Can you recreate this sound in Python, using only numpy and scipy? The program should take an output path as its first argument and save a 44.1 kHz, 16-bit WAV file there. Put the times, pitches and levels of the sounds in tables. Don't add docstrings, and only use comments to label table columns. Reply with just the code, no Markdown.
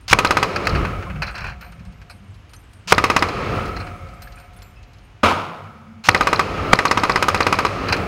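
import sys
import numpy as np
from scipy import signal
from scipy.fft import rfft, irfft, next_fast_len
from scipy.io import wavfile
from scipy.ndimage import uniform_filter1d

SR = 44100
rng = np.random.default_rng(int(sys.argv[2]) if len(sys.argv) > 2 else 0)


def pcm_store(signal):
    levels = np.round(np.clip(np.atleast_2d(signal), -1, 1) * 32767)
    wavfile.write(sys.argv[1], SR, levels.astype(np.int16).T)


def attenuation_scalar(level_db):
    decades = np.asarray(level_db, float) / 20
    return 10 ** decades


N = 355887

# time in seconds, peak in dB.
OPENING = [
    (0.1297, -12),
    (2.9227, -13),
    (6.088, -14),
    (6.7319, -17),
]
# time in seconds, peak in dB.
FOLLOWING = [(0.1879, -0.5), (0.248, -1), (0.308, -1), (0.37, -2), (0.4284, -3), (2.981, 0.5),
             (3.0402, -1.5), (3.1004, -2), (3.1642, 1.5), (3.224, -2), (6.147, -1), (6.209, -2),
             (6.2711, -2.5), (6.3297, -2), (6.394, -2), (6.789, -3), (6.853, -3), (6.912, -0.5),
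             (6.9739, -2), (7.0353, -3), (7.096, -3), (7.1588, -2), (7.2255, -2), (7.2839, -0.5),
             (7.3456, -5.5), (7.4053, -3), (7.467, -2.5), (7.5262, -2.5), (7.5882, -4.5), (7.65, -4)]
SHOTS = sorted(OPENING + FOLLOWING)
# time in seconds, peak in dB.
FAR_SHOT = [(5.2318, -2)]
# start in Hz, top in Hz, level over the ring in dB.
SWEEPS = [(1007, 2600, 5.5), (997, 2300, 1), (912, 3000, 3), (980, 1100, 4)]
# frequency in Hz, width in Hz, level in dB.
CASE_MODES = [(1226, 540, 1.5), (1840, 500, -3.5), (2590, 700, -2.5), (3400, 706, -12.5),
              (5070, 550, -12.5), (282, 1440, -13.5)]
# frequency in Hz, width in Hz, level in dB.
BOOTH_AIR = [(767, 17, 12.5), (997.4, 25.4, 6), (1130, 76, 4), (1573, 54, 2.5), (1964, 22.4, 7),
             (2334, 70, 6)]
# delay in seconds, level in dB.
WALL_ECHOES = [(0.0098, -12.5), (0.016, -11), (0.018, -10), (0.022, -17.5), (.0275, -46), (.035, -36),
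               (0.045, -27.5)]
# frequency in Hz, spread in Hz, level in dB, T60 in seconds.
PANELS = [(542.3, 17, -42.5, 3.26), (716.3, 13, -39.5, 3.42), (1290, 75, -27, 2.2), (1218, 30, -37, 1.2),
          (2230, 170, -41.5, 3.1), (97.3, 10, -19, 0.73), (963, 25, -34.5, 0.46)]

# frequency in Hz, level in dB.
HALL_SPECTRUM = [(110, -19), (180, -4), (239, -9), (367, -4.5), (460, -3.5), (506, -3.5), (922, -10.5),
                 (1270, -3), (1470, -13.5), (2540, -13.5), (3630, -25.5), (4140, -21.5), (8450, -37),
                 (14300, -47), (16000, -55.5)]
# frequency in Hz, T60 in seconds.
HALL_T60 = [(200, 1.45), (500, 1.116), (1300, 1.06), (3000, 1.084), (6000, 0.83), (15000, 0.58)]
# frequency in Hz, level in dB.
FAR_SPECTRUM = [(35, -31), (60, -23), (85, -0.5), (124, -26), (250, -4), (294, -10), (593, -7.5), (666, -7),
                (767, -7), (1280, -2.5), (1780, -19.5), (2350, -14), (16000, -50.5)]
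# frequency in Hz, T60 in seconds.
FAR_T60 = [(100, 0.33), (300, 1), (1000, 1), (3000, 0.88), (8000, 0.69)]

# start in seconds, travel in seconds, final level in dB.
BOLT_RUNS = [
    (0.077, 0.036, -24.5),
    (2.871, 0.043, -25.5),
    (6.036, 0.0392, -29),
]
# start in seconds, length in seconds, scrape in dB, low shove in dB.
LOCKS = [
    (0.1123, 0.0094, -14.5, -15),
    (2.908, 0.011, -24.5, -30),
    (6.073, 0.0045, -26.5, -34),
]
# time in seconds, level in dB.
FEED_SNAPS = [(0.273, -21), (0.3254, -30), (0.3991, -30), (2.9477, -23), (3.0656, -28.5), (3.193, -23.5),
              (6.1138, -27), (6.1762, -28.5), (6.2342, -30), (6.2912, -32.5), (6.3602, -24), (6.7573, -25),
              (6.8818, -23), (6.999, -29), (7.0532, -34), (7.121, -22), (7.1799, -35), (7.376, -27),
              (7.4304, -23), (7.5547, -27), (7.608, -36.5), (7.6676, -25)]
# start in seconds, length in seconds, level in dB.
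BELT_SLIDES = [(1.215, 0.025, -35.5), (1.269, 0.022, -42), (1.338, 0.16, -41), (1.604, 0.05, -48.5),
               (3.79, 0.033, -46), (3.86, 0.025, -55), (4.205, 0.046, -57), (4.328, 0.02, -63),
               (4.363, 0.079, -59), (4.565, 0.093, -63), (7.88, 0.012, -32.5), (7.915, 0.014, -40)]
# time in seconds, peak in dB, low part in dB, rise in seconds.
KNOCKS = [(0.56, -7.5, 6.5, 0.003), (0.6527, -16, 4, 0.0023), (0.67, -2.5, 7, 0.0018),
          (0.692, -13, -10, 0.0037), (0.7498, -19.5, 13, 0.0059), (0.849, -20, 17, 0.0031),
          (1.2204, -12.5, 8, 0.0058), (1.264, -21.5, -2, 0.0091), (1.353, -19, 4, 0.0051),
          (2.097, -27.5, 3, 0.0086), (2.8828, -13, -10, 0.0015), (3.19, -13, 2, 0.0019),
          (3.286, -12, 4.5, 0.003), (3.7646, -20, 7, 0.0046), (3.803, -24, 6.5, 0.0053),
          (6.0387, -23.5, -14, 0.0058), (7.885, -11, 3, 0.0032), (7.897, -17, 12, 0.0021),
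          (7.94, -17, 13, 0.0034), (7.948, -21, 10, 0.0015), (7.9245, 0, 4, 0.0036)]
# time in seconds, peak in dB, low part in dB.
TAPS = [(0.868, -37, 19), (1.0254, -36, 19.5), (1.0993, -40.5, 24.5), (1.3805, -26, 10), (1.407, -31.5, 1),
        (1.4425, -31.5, 20), (1.6103, -35, 2), (1.722, -41.5, 13.5), (1.7946, -43, 9), (1.851, -40.5, 4),
        (1.923, -45, 10), (2.0154, -39.5, 8.5), (2.3434, -44, -13), (2.5344, -32.5, 3), (2.732, -44.5, -5),
        (3.6782, -32, 3), (3.8686, -36.5, 17), (4.221, -31, -1), (4.2745, -39, 4), (4.322, -37, 3),
        (4.3994, -42, 0), (4.62, -34.5, -2), (4.8302, -41, -4), (4.9333, -43, -2), (4.984, -44, -10),
        (0.902, -39, 16), (1.158, -47, 25), (1.284, -33, 0), (1.47, -31, 11), (1.497, -35, 0),
        (2.495, -46, 0), (3.657, -27, 2), (3.733, -43, 0), (4.068, -44.5, -5), (4.088, -43, -5),
        (4.137, -46, -5), (4.386, -44.5, 0), (4.532, -48, -5), (4.587, -42.5, 0), (6.5772, -33, 17),
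        (7.9658, -21, 11)]
TAP_RISE_S = 0.0059
# frequency in Hz, width in Hz, level in dB.
LINK_MODES = [(2800, 130, -14.5), (4080, 190, 17), (4750, 280, 12.5), (5360, 215, 7.5), (6180, 200, -2.5),
              (9000, 7600, -26.5)]
# frequency in Hz, width in Hz, level in dB.
BENCH_MODES = [(780, 640, -6.5), (1525, 387, 1.5), (1887, 550, -3.5), (2533, 320, -1.5)]

# time in seconds, peak in dB, low mode in Hz, high mode in Hz, high mode in dB.
CLINKS = [(0.0094, -53, 9000, 12900, -14), (1.3088, -45, 8110, 12100, -18), (1.612, -55, 8850, 14200, 11),
          (1.6294, -48.5, 8820, 14000, 5), (1.7194, -54, 8820, 12200, -3), (1.851, -54, 8650, 12200, -22),
          (2.0172, -64.5, 8860, 10800, -19), (2.098, -42.5, 8570, 11160, -2.5),
          (2.3394, -64, 8970, 10830, 12), (2.494, -53.5, 9100, 12120, -4), (2.536, -42, 9000, 11536, -4),
          (2.734, -45.5, 8950, 12129, -17), (3.678, -61, 8860, 14100, 12),
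          (3.7883, -56, 7950, 14100, -13.5), (4.137, -51, 7630, 11600, -25), (4.22, -39.5, 8600, 13850, -1),
          (4.223, -46, 11500, 14126, 12), (4.3576, -47, 9050, 13900, -9), (4.3994, -49, 8700, 14200, 0),
          (4.5345, -53, 8600, 14100, -2), (4.5645, -51, 8950, 11200, 8), (4.624, -44, 7250, 13900, 3),
          (4.9357, -65, 7500, 11200, 7), (7.9923, -50.5, 8450, 14300, -18)]
# frequency in Hz, level in dB.
BRASS_MODES = [(7700, 3), (8800, 3.5), (10150, -5.5), (11550, -8), (12150, -22), (12700, 2), (14150, -5.5)]
# time in seconds, frequency in Hz, peak in dB, T60 in seconds.
PINGS = [(2.565, 6210, -47, .08), (3.79, 8140, -54, .7), (4.56, 3500, -58, .2), (4.765, 2600, -52, .45),
         (4.565, 15100, -64, .3), (4.273, 1680, -34, .04), (.562, 820, -22, .05), (.67, 1280, -15, .06),
         (.851, 1520, -21, .06), (1.068, 1070, -29, .08), (2.886, 2600, -19, .025), (3.762, 4200, -35, .07),
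         (3.801, 4200, -35, .07), (1.222, 1500, -21, .06), (1.355, 5380, -47, .15), (1.405, 5380, -47, .25),
         (2.5, 12715, -72, .5), (2.735, 12720, -74, .4), (2.28, 8820, -68, .4), (4.76, 5100, -60, .15),
         (3.96, 11200, -66, .4)]
# start in seconds, length in seconds, level in dB.
ROLLS = [
    (1.598, 1.25, -77),
    (3.949, 1.1, -79),
]
BRASS_FLUTTER_DB = 3

# frequency in Hz, level in dB.
FAN_SPECTRUM = [(100, -43), (200, 3.5), (620, -6), (1260, -4.5), (1830, -8), (2900, -8.5), (3500, -15.5),
                (7000, -24), (9000, -32.5), (16000, -42)]
# level after a blast in dB, T60 in seconds,
# extra cut under the limiter from 0 to 1, level after the far shot in dB, fan floor in dB.
BUILDING_MODES = [
    (-28.5, 3.6, 0.09, -65, -49.5),
    (-23, 2.69, 0, -57, -48.5),
    (-29, 2.6, 0.18, -39, -61.5),
]
# time in seconds, level in dB.
THUDS = [(0.14, -33), (0.74, -22), (1.1, -30), (1.42, -33), (1.8, -34.5), (2.3, -48), (3.52, -36),
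         (4.55, -49), (6.602, -32.5)]
# start in seconds, length in seconds, frequency in Hz, level in dB.
DUCT_HUMS = [(0.779, 0.11, 113, -33.5), (1.06, 0.14, 150.5, -35.5), (1.66, 0.08, 175.5, -44),
             (2.246, 0.097, 95.6, -40.5), (3.468, 0.087, 101, -31), (1.804, 0.088, 185, -43.5),
             (2.109, 0.11, 196, -45), (2.83, 0.08, 179, -42), (5.537, 0.18, 96, -44),
             (5.642, 0.356, 221, -46.5), (7.701, 0.26, 267, -38)]


def unit(x):
    return x / np.sqrt(np.mean(x ** 2) + 1e-20)


def along(points, hz):
    f, v = np.transpose(points)
    return np.interp(np.log(hz + 1), np.log(f + 1), v)


def filtered(x, response):
    m = next_fast_len(len(x) + 8192)
    return irfft(rfft(x, m) * response(np.fft.rfftfreq(m, 1 / SR)), m)[:len(x)]


def noise(spectrum):
    return unit(filtered(rng.standard_normal(N), lambda hz: attenuation_scalar(along(spectrum, hz))))


def modes(table):
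    def response(f):
        total = 0
        for k, (centre, width, db) in enumerate(table):
            damping = 1j * f * width
            total = total + (-1) ** k * attenuation_scalar(db) * damping / (centre * centre - f * f + damping)
        return total
    return response


def response_rms(response):
    return np.sqrt(np.mean(abs(response(np.fft.rfftfreq(4096, 1 / SR))) ** 2))


def add(track, s, sound):
    part = track[round(s * SR):][:len(sound)]
    part += sound[:len(part)]


def flutter(count, depth_db, size):
    slow = uniform_filter1d(rng.standard_normal(count), size=size)
    return attenuation_scalar(depth_db * unit(uniform_filter1d(slow, size=size)))


def rough_grit(depth_db, size):
    roughness = unit(uniform_filter1d(rng.standard_normal(N), size=size))
    return unit(rng.standard_normal(N) * attenuation_scalar(depth_db * roughness))


def stroke_db(start, attack, length, fade_db_per_s):
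    age = np.arange(N) / SR - start
    rise = -40 * np.maximum(1 - age / attack, 0)
    fade = fade_db_per_s * np.maximum(age - length, 0)
    return np.where(age > 0, rise - fade, -150)


def since_blast(lag=0):
    t, starts = np.arange(N) / SR, np.array(SHOTS)[:, 0] + lag
    last = np.searchsorted(starts, t) - 1
    return np.where(last >= 0, t - starts[last], 99)


def limiter_db():
    depth_db, hold_s, recover_db_per_s = 21, 0.00097, 62
    recovered = recover_db_per_s * np.maximum(since_blast(lag=0.00646) - hold_s, 0)
    return uniform_filter1d(np.minimum(0, recovered - depth_db), size=50)


def background():
    boom = noise([(15, -47.0), (30, -16.5), (50, -0.5), (70, -5.5), (90, -61), (200, -120)])
    thrum = noise([(40, -55.5), (72, 4.5), (95, 12.5), (135, -1.0), (170, -17.0), (400, -120)])
    drone = noise([(80, -65.5), (140, 8.5), (200, 3.5), (250, -11.0), (320, -43), (700, -120)])
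    thud_rise_s, thud_t60, thud_tilt_db = 0.12, 1, -2.5
    since, duck_db, far_s = since_blast(), limiter_db(), FAR_SHOT[0][0]
    after_far = np.arange(N) / SR > far_s
    thuds = 0
    for s, db in THUDS:
        thuds = thuds + attenuation_scalar(2 * (db + stroke_db(s - thud_rise_s, thud_rise_s, thud_rise_s, 60 / thud_t60)))
    total = attenuation_scalar(-53 - 3 * after_far) * noise(FAN_SPECTRUM)
    for k, (band, row) in enumerate(zip((boom, thrum, drone), BUILDING_MODES)):
        near_db, t60, extra, far_db, floor_db = row
        near = attenuation_scalar(2 * (near_db - 60 * since / t60 + (0.5 + extra) * duck_db))
        near = uniform_filter1d(near, size=901, origin=450)
        far = attenuation_scalar(2 * (far_db + stroke_db(far_s, 0.064, 0.13, 60 / t60)))
        hush_db = -12 * (k == 0) * after_far
        fan_floor = attenuation_scalar(2 * (floor_db + hush_db))
        energy = abs(near) + far + attenuation_scalar(2 * k * thud_tilt_db) * thuds + fan_floor
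        total += np.sqrt(energy) * band
    return total


def hums():
    track = np.zeros(N)
    for s, span, hz, db in DUCT_HUMS:
        duct = modes([(hz, 16, 0)])
        note = unit(filtered(rng.standard_normal(SR // 2), lambda f: duct(f) ** 2))
        add(track, s, attenuation_scalar(db + stroke_db(0, 0.04, span, 249)[:SR // 2]) * note)
    return track


def reverb(events, spectrum, t60, rise, early_db, early_t60):
    hz, t, z = signal.stft(rng.standard_normal(N), SR, nperseg=256)
    energy = np.zeros(z.shape)
    for s, db in events:
        age = t[t > s] - s
        late = attenuation_scalar(-120 * age / along(t60, hz)[:, None])
        early = attenuation_scalar(2 * early_db - 120 * age / early_t60)
        energy[:, t > s] += attenuation_scalar(2 * db) * (1 - np.exp(-age / rise)) * (late + early)
    diffuse = signal.istft(z * np.sqrt(energy), SR, nperseg=256)[1][:N]

    def gain(f):
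        return attenuation_scalar(along(spectrum, f))
    return filtered(diffuse, gain) / response_rms(gain)


def hall():
    far_s = FAR_SHOT[0][0]
    even = [(s, 0) for s, _ in SHOTS]
    kicks = np.zeros(N)
    kicks[[round(s * SR) for s, _ in SHOTS]] = 1
    kicks[round(far_s * SR)] = attenuation_scalar(-17.5)
    total = attenuation_scalar(-8.5) * reverb(even, HALL_SPECTRUM, HALL_T60, rise=0.0016, early_db=7.5, early_t60=0.23)
    far = reverb(FAR_SHOT, FAR_SPECTRUM, FAR_T60, rise=0.0057, early_db=8.5, early_t60=0.38)
    total += attenuation_scalar(-13.5) * far * (np.arange(N) > far_s * SR) * flutter(N, 1.6, size=70)
    for hz, spread_hz, db, t60 in PANELS:
        energy = signal.lfilter([1], [1, -np.exp(-2 * np.log(1000) / t60 / SR)], kicks)
        plate = unit(filtered(rng.standard_normal(N), modes([(hz, spread_hz, 0)])))
        total += attenuation_scalar(db) * np.sqrt(energy) * plate
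    return total


def jingle():
    track, t = np.zeros(N), np.arange(SR // 3) / SR
    shared_hz, shared_db = np.transpose(BRASS_MODES)
    for start, span, db in ROLLS:
        for when, pick, detune, size in rng.random((64, 4)):
            k = int(pick * len(BRASS_MODES))
            tone = np.sin(2 * np.pi * shared_hz[k] * (.995 + .01 * detune) * t)
            decay = attenuation_scalar(db + shared_db[k] + 10 * size - 60 * t / 0.323)
            add(track, start + when * span, decay * tone * flutter(len(t), BRASS_FLUTTER_DB, size=350))
    return track


def brass():
    track, t = np.zeros(N), np.arange(SR // 2) / SR
    shared_hz, shared_db = np.transpose(BRASS_MODES)[:, :, None]
    for s, db, low_hz, high_hz, high_db in CLINKS:
        chance = rng.standard_normal((2, len(BRASS_MODES), 1))
        ring = np.sin(2 * np.pi * low_hz * t) + attenuation_scalar(high_db) * np.sin(2 * np.pi * high_hz * t)
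        level = attenuation_scalar(shared_db - 14 + 6 * np.clip(chance[0], -3, 1.2))
        ring += np.sum(level * np.sin(2 * np.pi * shared_hz * (1 + .006 * chance[1]) * t), axis=0)
        ring *= flutter(len(t), BRASS_FLUTTER_DB, size=350)
        tick = 4 * uniform_filter1d(rng.standard_normal(len(t)), size=3) * attenuation_scalar(-60 * t / 0.036)
        add(track, s, attenuation_scalar(db - 11.0) * (ring * attenuation_scalar(-60 * t / 0.33) + np.diff(tick, prepend=0)))
    for s, hz, db, t60 in PINGS:
        add(track, s, attenuation_scalar(db - 60 * t / t60) * np.sin(2 * np.pi * hz * t) * flutter(len(t), 2, size=160))
    return track


def clicks():
    track, spray, t = np.zeros(N), np.zeros(N), np.arange(SR // 10) / SR
    tap_click_db, knock_click_db = -5.5, -17.5
    puff_db, puff_t60 = -6.5, 0.057
    touches = [(s, db + tap_click_db) for s, db, _ in TAPS]
    touches += [(s + rise / 2, db + knock_click_db) for s, db, _, rise in KNOCKS]
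    for s, db in touches:
        grains = rng.standard_normal((2, len(t)))
        add(track, s, attenuation_scalar(db - 60 * t / 0.009) * grains[0])
        add(spray, s, attenuation_scalar(db - tap_click_db + puff_db - 60 * t / puff_t60) * grains[1])
    contact = modes([(4500, 5000, 2)])
    sharp = filtered(track, lambda f: contact(f) / (1 + 1j * f / 9000))
    return sharp + filtered(spray, modes([(2300, 2100, 2.5), (6390, 2700, -2)]))


def links():
    high, low, t = np.zeros(N), np.zeros(N), np.arange(SR // 8) / SR
    for s, db, low_db, rise in KNOCKS + [(*tap, TAP_RISE_S) for tap in TAPS]:
        u = t / rise
        envelope = u * np.exp(1 - u) + 1.5 * np.exp(-4 * u)
        burst = rng.standard_normal(len(t)) * envelope
        add(high, s, attenuation_scalar(db - 18.0) * burst)
        add(low, s, attenuation_scalar(db + low_db - 17.5) * burst)
    for s, _ in SHOTS:
        add(high, s, attenuation_scalar(-29 - 60 * t / 0.078) * rng.standard_normal(len(t)))
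    snap_s = 0.0023
    for s, db in FEED_SNAPS:
        snap = attenuation_scalar(db + 0.5) * np.exp(-(t / snap_s - 2) ** 2)
        add(high, s - 2 * snap_s, snap * rng.standard_normal(len(t)))
    drag = sum(attenuation_scalar(db + stroke_db(s, 0.0056, span, 288)) for s, span, db in BELT_SLIDES)
    drag = drag * rough_grit(2.2, size=130)
    high += attenuation_scalar(-9) * drag
    low += attenuation_scalar(6.5) * drag
    upper, lower = modes(LINK_MODES), modes(BENCH_MODES)
    return filtered(high, upper) / response_rms(upper) + filtered(low, lower) / response_rms(lower)


def bolt():
    grit = rough_grit(1.7, size=90)
    steel = modes([(1190, 710, 1.0), (2640, 480, 5.5), (4320, 2400, -0.5), (7140, 4200, -10.0)])
    t, travel, shove = np.arange(N) / SR, np.zeros(N), np.zeros(N)
    for s, span, db in BOLT_RUNS:
        speed_db = 8.5 * np.clip((t - s) / span - 1, -1, 0)
        travel += attenuation_scalar(db + 10.0 + stroke_db(s, 0.0036, span, 7000) + speed_db)
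    for s, span, db, low_db in LOCKS:
        travel += attenuation_scalar(db + 2.5 + stroke_db(s, 0.0014, span, 6500))
        shove += attenuation_scalar(low_db) * np.sin(2 * np.pi * np.clip((t - s) / span, 0, 1))
    pin_s, pin_db = 2 * 0.0067, -21.5 + 12.5
    for s, _ in OPENING:
        travel += attenuation_scalar(pin_db + stroke_db(s - pin_s, pin_s, pin_s, 9000))
    return filtered(travel * grit, steel) + shove


def case_response(shared, chance, s):
    t = np.arange(len(shared)) / SR
    table = [(hz * (1 + a), width, db + b) for (hz, width, db), (a, b) in zip(CASE_MODES, chance)]
    shape = attenuation_scalar(-60 * np.maximum(t - 0.0013, 0) / 0.043)
    wave = filtered(shape * shared, modes(table))
    wave = wave / np.std(wave[:SR // 200])
    ring_hz, ring_t60 = 1177.6 * (1 + chance[0, 0]), 0.038
    wave += attenuation_scalar(chance[0, 1] - 60 * t / ring_t60) * np.sin(2 * np.pi * ring_hz * t)
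    sweep_s = 0.005
    for (first_s, _), (from_hz, to_hz, sweep_db) in zip(OPENING, SWEEPS):
        if s == first_s:
            hz = np.interp(t, [0, sweep_s, 1.387 * sweep_s], [from_hz, to_hz, from_hz])
            wave += attenuation_scalar(sweep_db) * shape * np.sin(2 * np.pi * np.cumsum(hz) / SR)
    return wave


def blasts():
    track, t = np.zeros(N), np.arange(SR // 20) / SR
    common = rng.standard_normal(len(t))
    pulse = np.exp(-t / 0.00007) * (1 - t / 0.00009)
    echo = filtered(pulse, modes([(1163, 250, 5.5), (2403, 400, -1), (605, 5000, 2.5)]))
    air = filtered(pulse, modes(BOOTH_AIR))
    air /= abs(air).max()
    echo *= 1 - np.exp(-t / 0.00095)
    echo /= abs(echo).max()
    push_s, push_db = 0.0006, 4
    push = -attenuation_scalar(push_db) * np.sin(np.pi * np.minimum(t / push_s, 1))
    for s, db in SHOTS:
        fronts = 0.7 * common + 0.32 * rng.standard_normal(len(t))
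        fronts[:14] = -2.62
        chance = rng.standard_normal((len(CASE_MODES), 2)) * [0.04, 2.5]
        wave = attenuation_scalar(16) * case_response(fronts, chance, s)
        squashed = np.where(wave > 0, 1.1 * np.tanh(wave / 7.1), 0.61 * np.tanh(wave / 2.66))
        gas_hiss = attenuation_scalar(-28.5 - 60 * t / 0.09) * np.diff(fronts, prepend=fronts[0])
        crack = attenuation_scalar(-52.0 - 60 * t / 0.0017) * np.diff(fronts, prepend=0)
        add(track, s, gas_hiss)
        add(track, s - .0002, attenuation_scalar(db + 17) * squashed)
        add(track, s, attenuation_scalar(7.5) * air + crack)
        add(track, s - push_s, push)
        for delay, echo_db in WALL_ECHOES:
            add(track, s + delay, attenuation_scalar(echo_db + 20.0 + rng.normal(0, 2.7)) * echo)
    return filtered(track, lambda f: 1j * f / (60 + 1j * f) / (1 + 1j * f / 7000))


def scene():
    quiet = background() + hums() + jingle() + brass() + clicks() + links() + bolt()
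    return (hall() + blasts() + quiet / attenuation_scalar(limiter_db()))[None]


def roll_off(x):
    return signal.sosfilt(signal.butter(12, 16670, fs=SR, output="sos"), x)


def record(dry):
    order = np.array([4, 5, 7, 8, 9, 10, 11, 12])[:, None]
    port_hz = order * 1303

    def port(f):
        damping = 1j * f * 170
        return 1 + np.sum(.14 * order * damping / (port_hz ** 2 - f * f + damping), axis=0)
    x = filtered(dry[0], port)
    ceiling = np.where(x > 0, 6.9, 3.3)
    x = x / (1 + abs(x / ceiling) ** 4) ** (1 / 4)
    x = x * attenuation_scalar(limiter_db())
    x = x / (1 + abs(x) ** 12) ** (1 / 12)
    x = filtered(x, lambda f: (f < 15800) / (1 + (f / 17000) ** 2))
    return roll_off(x[None])


dry = scene()
out = record(dry)
pcm_store(out)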